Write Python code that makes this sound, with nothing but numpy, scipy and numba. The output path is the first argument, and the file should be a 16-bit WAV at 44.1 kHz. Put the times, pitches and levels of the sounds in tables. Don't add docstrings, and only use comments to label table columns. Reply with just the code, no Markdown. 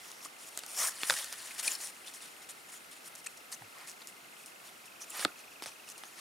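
import sys
import numpy as np
from scipy import signal
from scipy.fft import rfft, irfft
from scipy.io import wavfile
from numba import njit

SR = 44100
rng = np.random.default_rng(int(sys.argv[2]) if len(sys.argv) > 2 else 0)


def decibels_to_gain(level_db):
    exponent = np.asarray(level_db, float) / 20
    return 10 ** exponent


def unload_audio(sound):
    columns = np.transpose(np.atleast_2d(sound))
    steps = np.round(np.clip(columns, -1, 1) * 32767)
    wavfile.write(sys.argv[1], SR, steps.astype(np.int16))


N = 273684
RUB_PAN_DB = 1


def rms_one(x):
    return x / np.sqrt(np.mean(x ** 2) + 1e-20)


def at_hz(points, hz):
    point_hz, level_db = np.array(points).T
    return np.interp(np.log(hz + 1), np.log(point_hz), level_db)


def over_time(points):
    return np.interp(np.arange(N) / SR, *np.transpose(points))


def band(x, low, high):
    return signal.sosfilt(signal.butter(2, [low, min(high, .45 * SR)], "band", fs=SR, output="sos"), x)


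def drift(rate):
    r = np.exp(-80 * np.pi * rate / SR)
    slow = signal.lfilter([1], [1, -2 * r, r * r], rng.standard_normal(N // 40 + 2002))[2000:]
    return np.interp(np.arange(N) / 40, np.arange(len(slow)), rms_one(slow))


def add(out, s, sound, pan_db):
    at = max(round(s * SR), 0)
    n = min(np.shape(sound)[-1], N - at)
    panned = sound * decibels_to_gain(np.array([[pan_db / 2], [-pan_db / 2]]))
    out[:, at:at + n] += panned[:, :n]


def glide(t, first_hz, last_hz, glide_ms):
    tau = glide_ms / 1000
    return 2 * np.pi * (last_hz * t + (first_hz - last_hz) * tau * (1 - np.exp(-t / tau)))


@njit
def moving_resonance(x, hz, r, sr):
    out = np.zeros(len(x))
    for i in range(2, len(x)):
        drive = x[i] - x[i - 2]
        out[i] = drive + 2 * r * np.cos(2 * np.pi * hz[i] / sr) * out[i - 1] - r * r * out[i - 2]
    return out


# (f/Hz, level/dB per Hz)
HUSH_MID_COLOUR = [(18, -56), (30, -28), (194, -0.5), (350, 2), (560, 0), (760, 3), (1040, -2.5), (1320, 3),
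                   (1810, -3), (2060, -0.5), (2290, -1), (2680, -2), (3580, -5), (7470, -9), (9710, -8.5),
                   (14800, -10.5), (16000, -20)]
# (f/Hz, level/dB per Hz)
HUSH_SIDE_COLOUR = [(15, -86), (25, -56), (75, -40), (202, -14.5), (422, -4), (1300, -2), (1430, 0),
                    (1900, -5.5), (2050, -5), (3320, -10.5), (8100, -20.5), (9440, -26), (11000, -57),
                    (14300, -79), (22000, -120)]


def hush():
    hz = np.arange(N // 2 + 1) * SR / N
    layers = []
    for colour, level_db in ((HUSH_MID_COLOUR, -56.5), (HUSH_SIDE_COLOUR, -58)):
        spectrum = rfft(rng.standard_normal(N)) * decibels_to_gain(at_hz(colour, hz))
        layers.append(decibels_to_gain(level_db + .5 * drift(5.7)) * rms_one(irfft(spectrum, N)))
    mid, side = layers
    mid += decibels_to_gain(-80) * rms_one(band(rng.standard_normal(N), 10000, 19000))
    return np.array([mid + side, mid - side])


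# (t/s, even level/dB, odd level/dB)
FOCUS_PUSH = [(0, -60, -49.5), (2.2, -55, -50), (2.4, -56, -52.5), (2.6, -57, -55), (2.72, -53.5, -54),
              (3.0, -54, -52), (3.4, -53.5, -52.5), (3.5, -55, -54), (3.56, -56, -50), (3.7, -58, -50.5),
              (3.85, -52.5, -52.5), (3.95, -52.5, -55), (4.25, -53, -54), (4.35, -50.5, -53),
              (4.45, -53, -51), (4.6, -53, -52.5), (4.72, -57, -52), (4.82, -55, -54), (4.9, -51.5, -52),
              (5.9, -53, -52), (6.0, -55, -51), (6.2, -54, -51)]


def focus_motor():
    step_s, wander, housing_hz = .04, .022, 2085
    # delay ms, last Hz, glide ms, chirp ms, housing ring dB
    quick_gait = (4.4, 2350, 2.5, 4.6, -56)
    slow_gait = (-4.5, 2400, 4.0, 12.0, -80)
    early_gait = (-1.5, 2350, 3.0, 6.0, -62)
    out, t = np.zeros((2, N)), np.arange(1500) / SR
    push_s, even_db, odd_db = np.transpose(FOCUS_PUSH)
    chance = rng.standard_normal((int(N / SR / step_s) + 1, 3))
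    for k, (push, ring, turn) in enumerate(chance):
        s = k * step_s
        gait = slow_gait if 4.39 <= s < 5.97 else quick_gait
        if 4.47 <= s < 4.86:
            gait = early_gait
        delay_ms, last_hz, glide_ms, chirp_ms, ring_db = gait
        push_db = np.interp(s, push_s, odd_db if k % 2 else even_db) + 1.2 + .6 * push
        port_phase = turn + np.array([[.4], [0]])
        phase = glide(t, 3140, last_hz, glide_ms) * (1 + wander * ring) + port_phase
        chirp_shape = np.sin(np.pi * np.minimum(t * 1000 / chirp_ms, 1)) ** .7
        step = decibels_to_gain(push_db) * chirp_shape * np.sin(phase)
        ring_start_s, ring_length_s = np.array([[.007], [.004]]), np.array([[.017], [.021]])
        swell = np.sin(np.pi * np.clip((t - ring_start_s) / ring_length_s, 0, 1))
        hum = 2 * np.pi * housing_hz * t + 3 * turn + np.array([[1.9], [0]])
        step += decibels_to_gain(ring_db + 2 * (-1) ** k + 1.5 * ring) * swell * np.sin(hum)
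        step += decibels_to_gain(ring_db - 5) * np.exp(-((t - .006) / .002) ** 2) * np.sin(2 * hum[1])
        add(out, s + delay_ms / 1000, step, 0)
    return out


# (t/s, hiss level/dB)
GRIP = [(0.0, -52.5), (0.34, -55), (0.67, -51), (0.81, -52), (1.0, -43.5), (1.42, -45.5), (1.73, -47.5),
        (1.86, -53), (3.04, -57.5), (4.83, -59), (5.25, -55), (5.35, -59), (5.59, -59), (6.2, -54)]


def stirred_air():
    busy_db = over_time(GRIP) + 55
    swing_db = 7 * drift(5)
    mid, side = band(rng.standard_normal((2, N)), 15, 116) * decibels_to_gain(swing_db + .8 * busy_db)
    return decibels_to_gain(-89.5) * rms_one(np.array([mid + .3 * side, mid - .3 * side]))


# (start t/s, length/ms, hiss level/dB, moment of most pressure/0-1)
GLIDES = [(0.02, 140, -51, 0.47), (0.21, 63, -46.5, 0.74), (0.38, 115, -52.5, 0.43),
          (0.465, 30, -47.5, 0.63), (0.665, 180, -44.5, 0.45), (0.902, 26, -42, 0.05),
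          (1.064, 97, -35, 0.42), (1.628, 75, -34.5, 0.47), (1.699, 68, -37, 0.29), (1.799, 89, -40, 0.41),
          (1.879, 32, -47, 0.5), (2.134, 55, -46.5, 0.13), (2.488, 33, -44.5, 0.3), (2.686, 23, -50.5, 0.5),
          (2.714, 70, -49.5, 0.44), (3.035, 52, -48.5, 0.82), (3.15, 57, -52, 0.8), (3.515, 40, -41.5, 0.2),
          (3.865, 81, -46, 0.16), (4.075, 39, -50.5, 0.1), (4.34, 100, -57, 0.7), (4.46, 70, -50, 0.05),
          (4.855, 20, -51, 0.16), (5.003, 50, -48.5, 0.4), (5.095, 66, -49, 0.3), (5.5, 44, -58, 0.74),
          (5.87, 59, -49.5, 0.43), (0.735, 45, -44, 0.9), (1.05, 22, -44, 0.5), (1.148, 22, -42, 0.5),
          (1.626, 12, -39, 0.1), (1.694, 14, -41, 0.5), (1.775, 28, -50, 0.8), (3.24, 14, -53, 0.3),
          (3.3, 30, -56, 0.4), (3.373, 10, -52, 0.1), (5.06, 36, -57, 0.5)]
SCRAPES = [(0.52, 79, -48.5, 1), (1.159, 84, -37.5, 0.2), (1.36, 176, -49, 0.66), (1.578, 26, -39, 0.75),
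           (1.605, 8, -42, 0.5), (2.06, 45, -48, 0.4), (2.2, 170, -50, 0.14), (2.418, 33, -53.5, 0.2),
           (2.91, 37, -51.5, 0.25), (2.95, 41, -56.5, 0.4), (3.2605, 11, -42, 0.7), (4.64, 62, -53, 0.5),
           (5.37, 63, -55.5, 0.2), (5.98, 28, -51.5, 0)]
DRAGS = [(1.0, 59, -43, 0.86), (1.23, 50, -45.5, 0), (1.321, 24, -45, 0.3), (4.0, 29, -55, 0.86),
         (5.129, 126, -39.5, 0.66), (5.621, 33, -46, 0.17), (5.659, 43, -46, 0.18), (5.7, 51, -57.5, 0.24),
         (6.04, 30, -60, 0.34), (6.15, 72, -47, 0.98)]
PUSHES = [
    (0.815, 39, -51, 0.3),
    (3.74, 130, -59.5, 0.57),
    (5.13, 54, -55, 0.63),
    (5.255, 96, -64.5, 0.4),
]
SWEEP = [
    (0.762, 142.4, -30.5, 0.5),
]


def pressure():
    grip_db = over_time(GRIP) + np.array([[-3.0], [-9.0], [-9.0]])
    power = decibels_to_gain(2 * grip_db)
    # strokes, rasp and body in dB against their hiss
    kinds = ((GLIDES, -9, -10.5), (SCRAPES, -4, -7.5), (DRAGS, -3.5, -3.5), (PUSHES, -0.5, 7),
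             (SWEEP, -12.5, -8.5))
    for rows, rasp_db, body_db in kinds:
        for start_s, length_ms, hiss_db, top in rows:
            at = round((start_s - .002) * SR)
            length_ms = length_ms + 5
            u = np.linspace(0, 1, round(length_ms * SR / 1000))[:N - at]
            top = np.clip(top, .03, .97)
            edges = np.minimum(np.minimum(u, 1 - u) * length_ms / (2.5 + .09 * length_ms), 1)
            swell_db = -(5 + 0.23 * length_ms) * np.abs(u - top) ** 2.08
            level_db = hiss_db + swell_db + np.array([[0], [rasp_db], [body_db]])
            power[:, at:at + len(u)] += (edges * decibels_to_gain(level_db)) ** 2
    return np.sqrt(power)


def slips(per_s, spread_db):
    sizes = decibels_to_gain(spread_db * np.minimum(rng.exponential(1, N), 5)) * rng.choice([-1, 1], N)
    happens = rng.random(N) < per_s / SR
    return rms_one(sizes * happens * decibels_to_gain(0.76 * drift(71)))


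CARD_RINGS_HZ = [1350, 1784, 2556, 3480, 4390, 5400, 6100, 7000, 8400, 9300, 10690]


def card_rings(grains):
    hiss, rasp, body = np.zeros((3, N))
    for hz in CARD_RINGS_HZ:
        ring = rms_one(band(grains, hz * .97, hz * 1.03)) * decibels_to_gain(-19 + 4 * drift(35))
        layer = hiss if hz > 5000 else rasp if hz > 2500 else body
        layer += ring
    return np.array([hiss, rasp, body])


# (f/Hz, level/dB per Hz within each of hiss, rasp and body)
RUB_COLOUR = [(300, -12.5), (600, 0.5), (1300, 5.5), (2800, 5), (5000, 4.5), (7500, 5), (9700, 6),
              (12000, -0.5), (16000, -23)]
# (t/s, resonance f/Hz)
GAP = [(0, 5300), (.2, 5400), (.4, 9700), (.72, 9300), (.765, 5400), (.835, 6150), (.85, 9100),
       (1.66, 10200), (1.72, 7000), (1.85, 9300), (4.5, 10400), (4.67, 10000), (5.02, 6100), (5.15, 9900),
       (5.24, 4580), (5.9, 6300), (6.2, 6200)]
# (t/s, resonance f/Hz)
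SPAN = [(0, 1310), (.78, 850), (.83, 1200), (.9, 1400), (1.2, 1570), (3.8, 1350), (5.1, 865), (5.24, 875),
        (5.6, 780), (6.2, 1320)]


def rub():
    gap_width_hz, span_width_hz = 900, 350
    grains = [slips(8000, 2.8), slips(7000, 2.4)]
    ranges = {"body": 0, "rasp": 0, "hiss": 0}
    edges = 315 * 2 ** np.arange(0, 5.8, 1 / 3)
    for k, (low, high) in enumerate(zip(edges, edges[1:])):
        name = "body" if high < 2600 else "rasp" if high < 5100 else "hiss"
        patch = decibels_to_gain(at_hz(RUB_COLOUR, np.sqrt(low * high)) + 2.0 * drift(30))
        ranges[name] = ranges[name] + patch * band(grains[k % 2], low, high)
    gap_hz = over_time(GAP) * (1 + 0.013 * drift(27))
    gap = moving_resonance(grains[0], gap_hz, np.exp(-np.pi * gap_width_hz / SR), SR)
    span = moving_resonance(grains[1], over_time(SPAN), np.exp(-np.pi * span_width_hz / SR), SR)
    hiss = rms_one(ranges["hiss"]) + decibels_to_gain(-10.5) * rms_one(gap)
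    body = rms_one(ranges["body"]) + decibels_to_gain(-4) * rms_one(span)
    faces = np.array([hiss * decibels_to_gain(-1.5), rms_one(ranges["rasp"]), rms_one(body)])
    faces = faces + card_rings(grains[1])
    press = pressure()
    mid = np.sum(press * faces * decibels_to_gain(-1.57), axis=0)
    brighter = (press[0] / decibels_to_gain(-37)) ** .3
    mid += decibels_to_gain(-15) * press[0] * brighter * rms_one(band(grains[1], 11230, 15400))
    side = decibels_to_gain(-15) * band(np.roll(mid, 23), 3300, 10300)
    scatter = np.sum(press * np.roll(faces, 5000, axis=1), axis=0)
    side += decibels_to_gain(-17.5) * band(scatter, 1500, 9400)
    return np.array([mid + side, mid - side]) * decibels_to_gain(np.array([[RUB_PAN_DB / 2], [-RUB_PAN_DB / 2]]))


def contacts(rows, length_ms, swell, width, click, gain_db):
    out, t = np.zeros((2, N)), np.arange(2500) / SR
    noise = rng.standard_normal((len(rows), 2, len(t)))
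    for (s, peak_db, hz, thump_db), (bright, dull) in zip(rows, noise):
        u = t / (max(length_ms, .2) / 1000)
        shape = (1 - np.exp(-u / swell)) * np.exp(-u ** 2 - u / 2)
        sharp = rms_one(band(bright, hz / width, hz * width)) + .5 * rms_one(band(bright, 4600, 10900))
        edge = band((t == t[8]) * 1.0, hz / 1.7, min(hz * 2.1, 12000))
        thump = decibels_to_gain(thump_db) * rms_one(band(dull, 285, 2350)) * shape ** 0.86
        puff = shape * sharp + click * edge / edge.max() + thump
        add(out, s + .0004, decibels_to_gain(peak_db + gain_db) * puff, RUB_PAN_DB)
    return band(out, 146, 12000)


# (t/s, peak level/dB, brightest f/Hz, thump level/dB above peak)
TICKS = [(0.1153, -33, 5350, -22), (0.249, -35, 5410, -12), (0.574, -22.5, 9900, -9),
         (0.5884, -34, 10200, -3), (0.5904, -30, 10000, -22), (0.6351, -33, 3960, -1),
         (0.663, -31.5, 9500, -12), (1.0167, -33, 7530, -12), (1.0326, -23, 2900, 1.5),
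         (1.0976, -19, 5400, -5), (1.1052, -18.5, 5000, -12), (1.1388, -25, 4600, -3),
         (1.3256, -26.5, 8500, -9), (3.152, -36, 7400, -19), (3.1567, -35.5, 8980, -25),
         (3.3725, -42, 7880, -41), (3.896, -35, 5910, -21), (4.0725, -37, 7970, -32),
         (4.4598, -34.5, 7000, -25), (5.6223, -29, 3830, -4), (5.6376, -30, 3490, -16),
         (5.659, -35.5, 4910, 5.5), (5.6923, -43, 5630, 0), (5.8888, -41, 6210, -24),
         (5.8996, -34.5, 9460, -19), (5.979, -37.5, 7500, -18), (6.036, -43, 6160, 8.5),
         (1.2432, -27, 9800, -14), (3.6205, -46, 2400, 3), (1.548, -38, 4500, -8), (1.7505, -33, 5200, -12),
         (1.677, -24, 4300, -8), (1.187, -30, 6800, -6)]


def ticks():
    return contacts(TICKS, length_ms=2.53, swell=.04, width=1.6, click=1.8, gain_db=-6)


# (start t/s, length/ms, peak level/dB, first f/Hz, last f/Hz)
WHISTLES = [(0.214, 5, -46, 5400, 5400), (0.2485, 5.5, -41, 5500, 5300), (0.255, 7.6, -43, 1000, 1250),
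            (0.764, 51, -36, 5300, 6020), (0.816, 18.4, -31.5, 5880, 6250), (0.805, 22, -34, 9500, 9300),
            (0.822, 40, -31.5, 8000, 8700), (0.868, 12, -31, 9200, 9000), (0.822, 33, -36.5, 1300, 1500),
            (0.882, 8.5, -35.5, 1700, 1700), (1.004, 8, -42, 2900, 2800), (1.015, 7, -44, 2300, 2000),
            (1.016, 5, -38, 7400, 7500), (1.047, 9, -44, 2780, 3100), (1.107, 5.5, -31, 4880, 4330),
            (1.112, 4, -32, 6260, 5800), (1.588, 15, -35.5, 9300, 9300), (1.59, 12, -38.5, 6600, 6800),
            (1.664, 21, -29.5, 9100, 9440), (1.673, 9.4, -26, 10300, 10300), (1.675, 9.8, -28, 2610, 2460),
            (1.674, 8.6, -29, 4300, 4300), (1.71, 12, -33, 7000, 7000), (1.748, 8.3, -38, 4300, 4500),
            (1.749, 8, -36, 5170, 5300), (1.84, 15, -38.5, 9450, 9300), (1.835, 14, -40, 6220, 6100),
            (2.07, 15, -45, 3500, 3700), (2.215, 20, -49.5, 3600, 3800), (2.494, 9, -47.5, 3700, 3700),
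            (3.2593, 5, -37, 2000, 2600), (3.263, 6.8, -40, 2020, 1710), (3.262, 6, -37, 8600, 7800),
            (3.267, 6.6, -34.5, 8300, 8800), (3.269, 5, -37.5, 2600, 2600), (4.363, 13, -53, 2950, 2950),
            (5.15, 12, -41, 9800, 10200), (5.158, 22, -44, 11500, 12200), (5.222, 8, -37, 1700, 1700),
            (5.268, 38, -50, 1350, 1480), (6.04, 52, -55, 6200, 6700), (5.892, 30, -51, 6900, 5900),
            (5.012, 26, -45, 5500, 6200), (3.524, 28, -44, 6600, 6000)]
# (overtone number, level/dB)
SQUEAK_TONES = [(2, -39), (3, -44), (4, -47)]


def whistles():
    width_share, top = .045, 0.65
    out = np.zeros((2, N))
    noise = rng.standard_normal((len(WHISTLES), 2, 3000))
    for (s, length_ms, peak_db, first_hz, last_hz), pair in zip(WHISTLES, noise):
        u = np.linspace(0, 1, min(round(length_ms * SR / 1000), 2500))
        low_pass = signal.butter(2, width_share * first_hz, fs=SR, output="sos")
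        a, b = signal.sosfilt(low_pass, pair)[:, -len(u):]
        flutter = (.6 + (a + 1j * b) / np.sqrt(np.mean(a ** 2 + b ** 2))) / 1.2
        turn = np.exp(2j * np.pi * np.cumsum(first_hz + (last_hz - first_hz) * u) / SR)
        shape = np.sin(np.pi * u ** (np.log(.5) / np.log(top))) ** .7
        add(out, s, decibels_to_gain(peak_db) * shape * np.real(flutter * turn), RUB_PAN_DB)

    squeak_s, squeak_ms, first_hz, last_hz = 5.0985, 10, 3150, 3750
    u = np.linspace(0, 1, round(squeak_ms * SR / 1000))
    slip_hz = first_hz + (last_hz - first_hz) * np.sin(np.pi / 2 * np.minimum(u * 1.4, 1))
    phase = 2 * np.pi * np.cumsum(slip_hz) / SR
    for overtone, level_db in SQUEAK_TONES:
        shape = np.sin(np.pi * u ** (4 / round(overtone)))
        add(out, squeak_s, decibels_to_gain(level_db) * shape * np.sin(round(overtone) * phase), 0)
    return out


# (t/s, peak level/dB, brightest f/Hz, thump level/dB above peak)
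SCUFFS = [(0.2483, -34, 7500, -3), (0.8304, -24, 8400, -33), (1.1196, -23, 9810, 0),
          (1.1797, -30, 10200, -21), (1.325, -35, 9700, -30), (1.506, -27, 2390, -14),
          (1.589, -26, 4700, -7), (1.6272, -28, 2620, -26), (1.672, -22, 7000, -14), (1.8, -33, 4540, -7),
          (3.261, -28, 6600, -22), (3.5218, -27, 4900, -22), (3.5214, -25.5, 8600, -15),
          (4.0163, -34, 4200, -5), (5.016, -30, 6240, -25), (5.19, -26, 5600, 1), (5.2234, -32, 2020, 1)]


def scuffs():
    return contacts(SCUFFS, length_ms=10, swell=0.35, width=1.125, click=0, gain_db=-11.0)


# (t/s, peak level/dB, settled f/Hz, ring/ms)
SNAPS = [(0.249, -47, 275, 9.0), (.5745, -33, 600, 2.8), (0.637, -33, 905, 1), (1.0333, -23, 990, 0.8),
         (1.0981, -8, 1350, 1.2), (1.0985, -15, 3400, 1.6), (1.0992, -12.5, 1290, 1.5),
         (1.1056, -15, 3370, 1.2), (1.108, -48, 130, 14), (1.0985, -29.5, 517, 9.3), (1.106, -12, 900, 1),
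         (1.123, -27, 1300, 2.2), (3.612, -48.5, 102, 26), (3.621, -37.5, 710, 2.5),
         (5.2505, -21, 287, 5.4), (5.2505, -17.5, 423, 2.9), (5.253, -27, 720, 4), (5.2535, -29, 1700, 2.5),
         (5.2497, -19, 2310, 0.95), (5.278, -44, 330, 7), (5.252, -36, 190, 9), (5.2495, -7.5, 3400, 0.7),
         (5.2504, -10, 1190, 1.35), (5.251, -38, 109, 6), (5.6226, -29.5, 270, 2), (5.66, -35, 515, 2.9),
         (5.664, -54, 101, 11), (6.036, -33, 895, 1.3), (6.0362, -32, 2300, .6), (3.266, -36, 1150, 2),
         (3.6205, -42, 1500, 1.2), (1.1, -53, 75, 18), (1.04, -58, 70, 15), (5.252, -54, 55, 12),
         (1.1395, -24, 1200, 1)]


def snaps():
    spread_cycles, glide_share = 1.75, 0.43
    out, t = np.zeros((2, N)), np.arange(4000) / SR
    noise = rng.standard_normal((len(SNAPS), len(t)))
    for (s, peak_db, last_hz, ring_ms), hiss in zip(SNAPS, noise):
        first_hz = last_hz + spread_cycles * 1000 / ring_ms
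        shape = (1 - np.exp(-t * first_hz * 1.5)) * np.exp(-t * 1000 / ring_ms)
        ring = shape * np.sin(glide(t, first_hz, last_hz, glide_share * ring_ms))
        crack = 0.67 * band(hiss, last_hz / 2, first_hz * 1.16) * shape
        add(out, s, decibels_to_gain(peak_db - 2.0) * (ring + crack), .6)
    return out


# (t/s, peak level/dB, brightest f/Hz, thump level/dB above peak)
FLICKS = [(1.0978, -17, 9500, -30), (1.1058, -22, 10500, -30), (5.2492, -16, 4800, -30),
          (1.8722, -26, 8100, -30), (5.0972, -38, 11000, -30), (0.8212, -20, 8000, -20),
          (0.8325, -18, 6500, -18), (0.79, -25, 7200, -20), (0.8135, -23, 9000, -20),
          (0.8725, -23, 9600, -20), (0.8935, -25, 10000, -20), (5.194, -30, 5000, -10),
          (3.5495, -38, 9000, -25), (2.7205, -39, 9000, -30), (3.7848, -37.5, 5660, -20),
          (3.915, -36, 6000, -25), (4.0721, -29, 8800, -32), (4, -42, 6000, -20), (4.436, -40, 10000, -30),
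          (1.332, -37, 9800, -20), (2.4955, -35, 9900, -20), (6.0362, -38, 2500, -8),
          (5.9195, -39, 8000, -25)]


def flicks():
    return contacts(FLICKS, length_ms=0.47, swell=.04, width=1.6, click=3.0, gain_db=-9)


def room(x):
    t60_s = 0.11
    t = np.arange(int(t60_s * SR)) / SR
    scatter = band(rng.standard_normal((2, len(t))), 240, 8600) * decibels_to_gain(-60 * t / t60_s) * (t > .0015)
    scatter /= np.sqrt(np.sum(scatter ** 2, axis=1, keepdims=True))
    return decibels_to_gain(-19) * signal.fftconvolve(x, scatter, axes=1)[:, :N]


# (t/s, pan level/dB)
HANDS = [(0, -.5), (.83, 0), (1.1, -0.5), (1.69, 1), (2, 0.5), (5.05, -.5), (5.25, -2.5), (5.4, -.5),
         (6.2, 0)]


def scene():
    cards = rub() + ticks() + whistles() + scuffs() + snaps() + flicks()
    cards = cards * decibels_to_gain(over_time(HANDS) * np.array([[.5], [-.5]]))
    return hush() + focus_motor() + stirred_air() + cards + room(cards)


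def band_limit(x):
    return signal.sosfilt(signal.butter(12, 16110, fs=SR, output="sos"), x)


def record(dry):
    overload, top_hz = .9, 16150
    rounded = overload * np.tanh(dry / overload)
    mix = signal.sosfilt(signal.cheby2(18, 50, top_hz, fs=SR, output="sos"), rounded)
    return band_limit(mix)


dry = scene()
out = record(dry)
unload_audio(out)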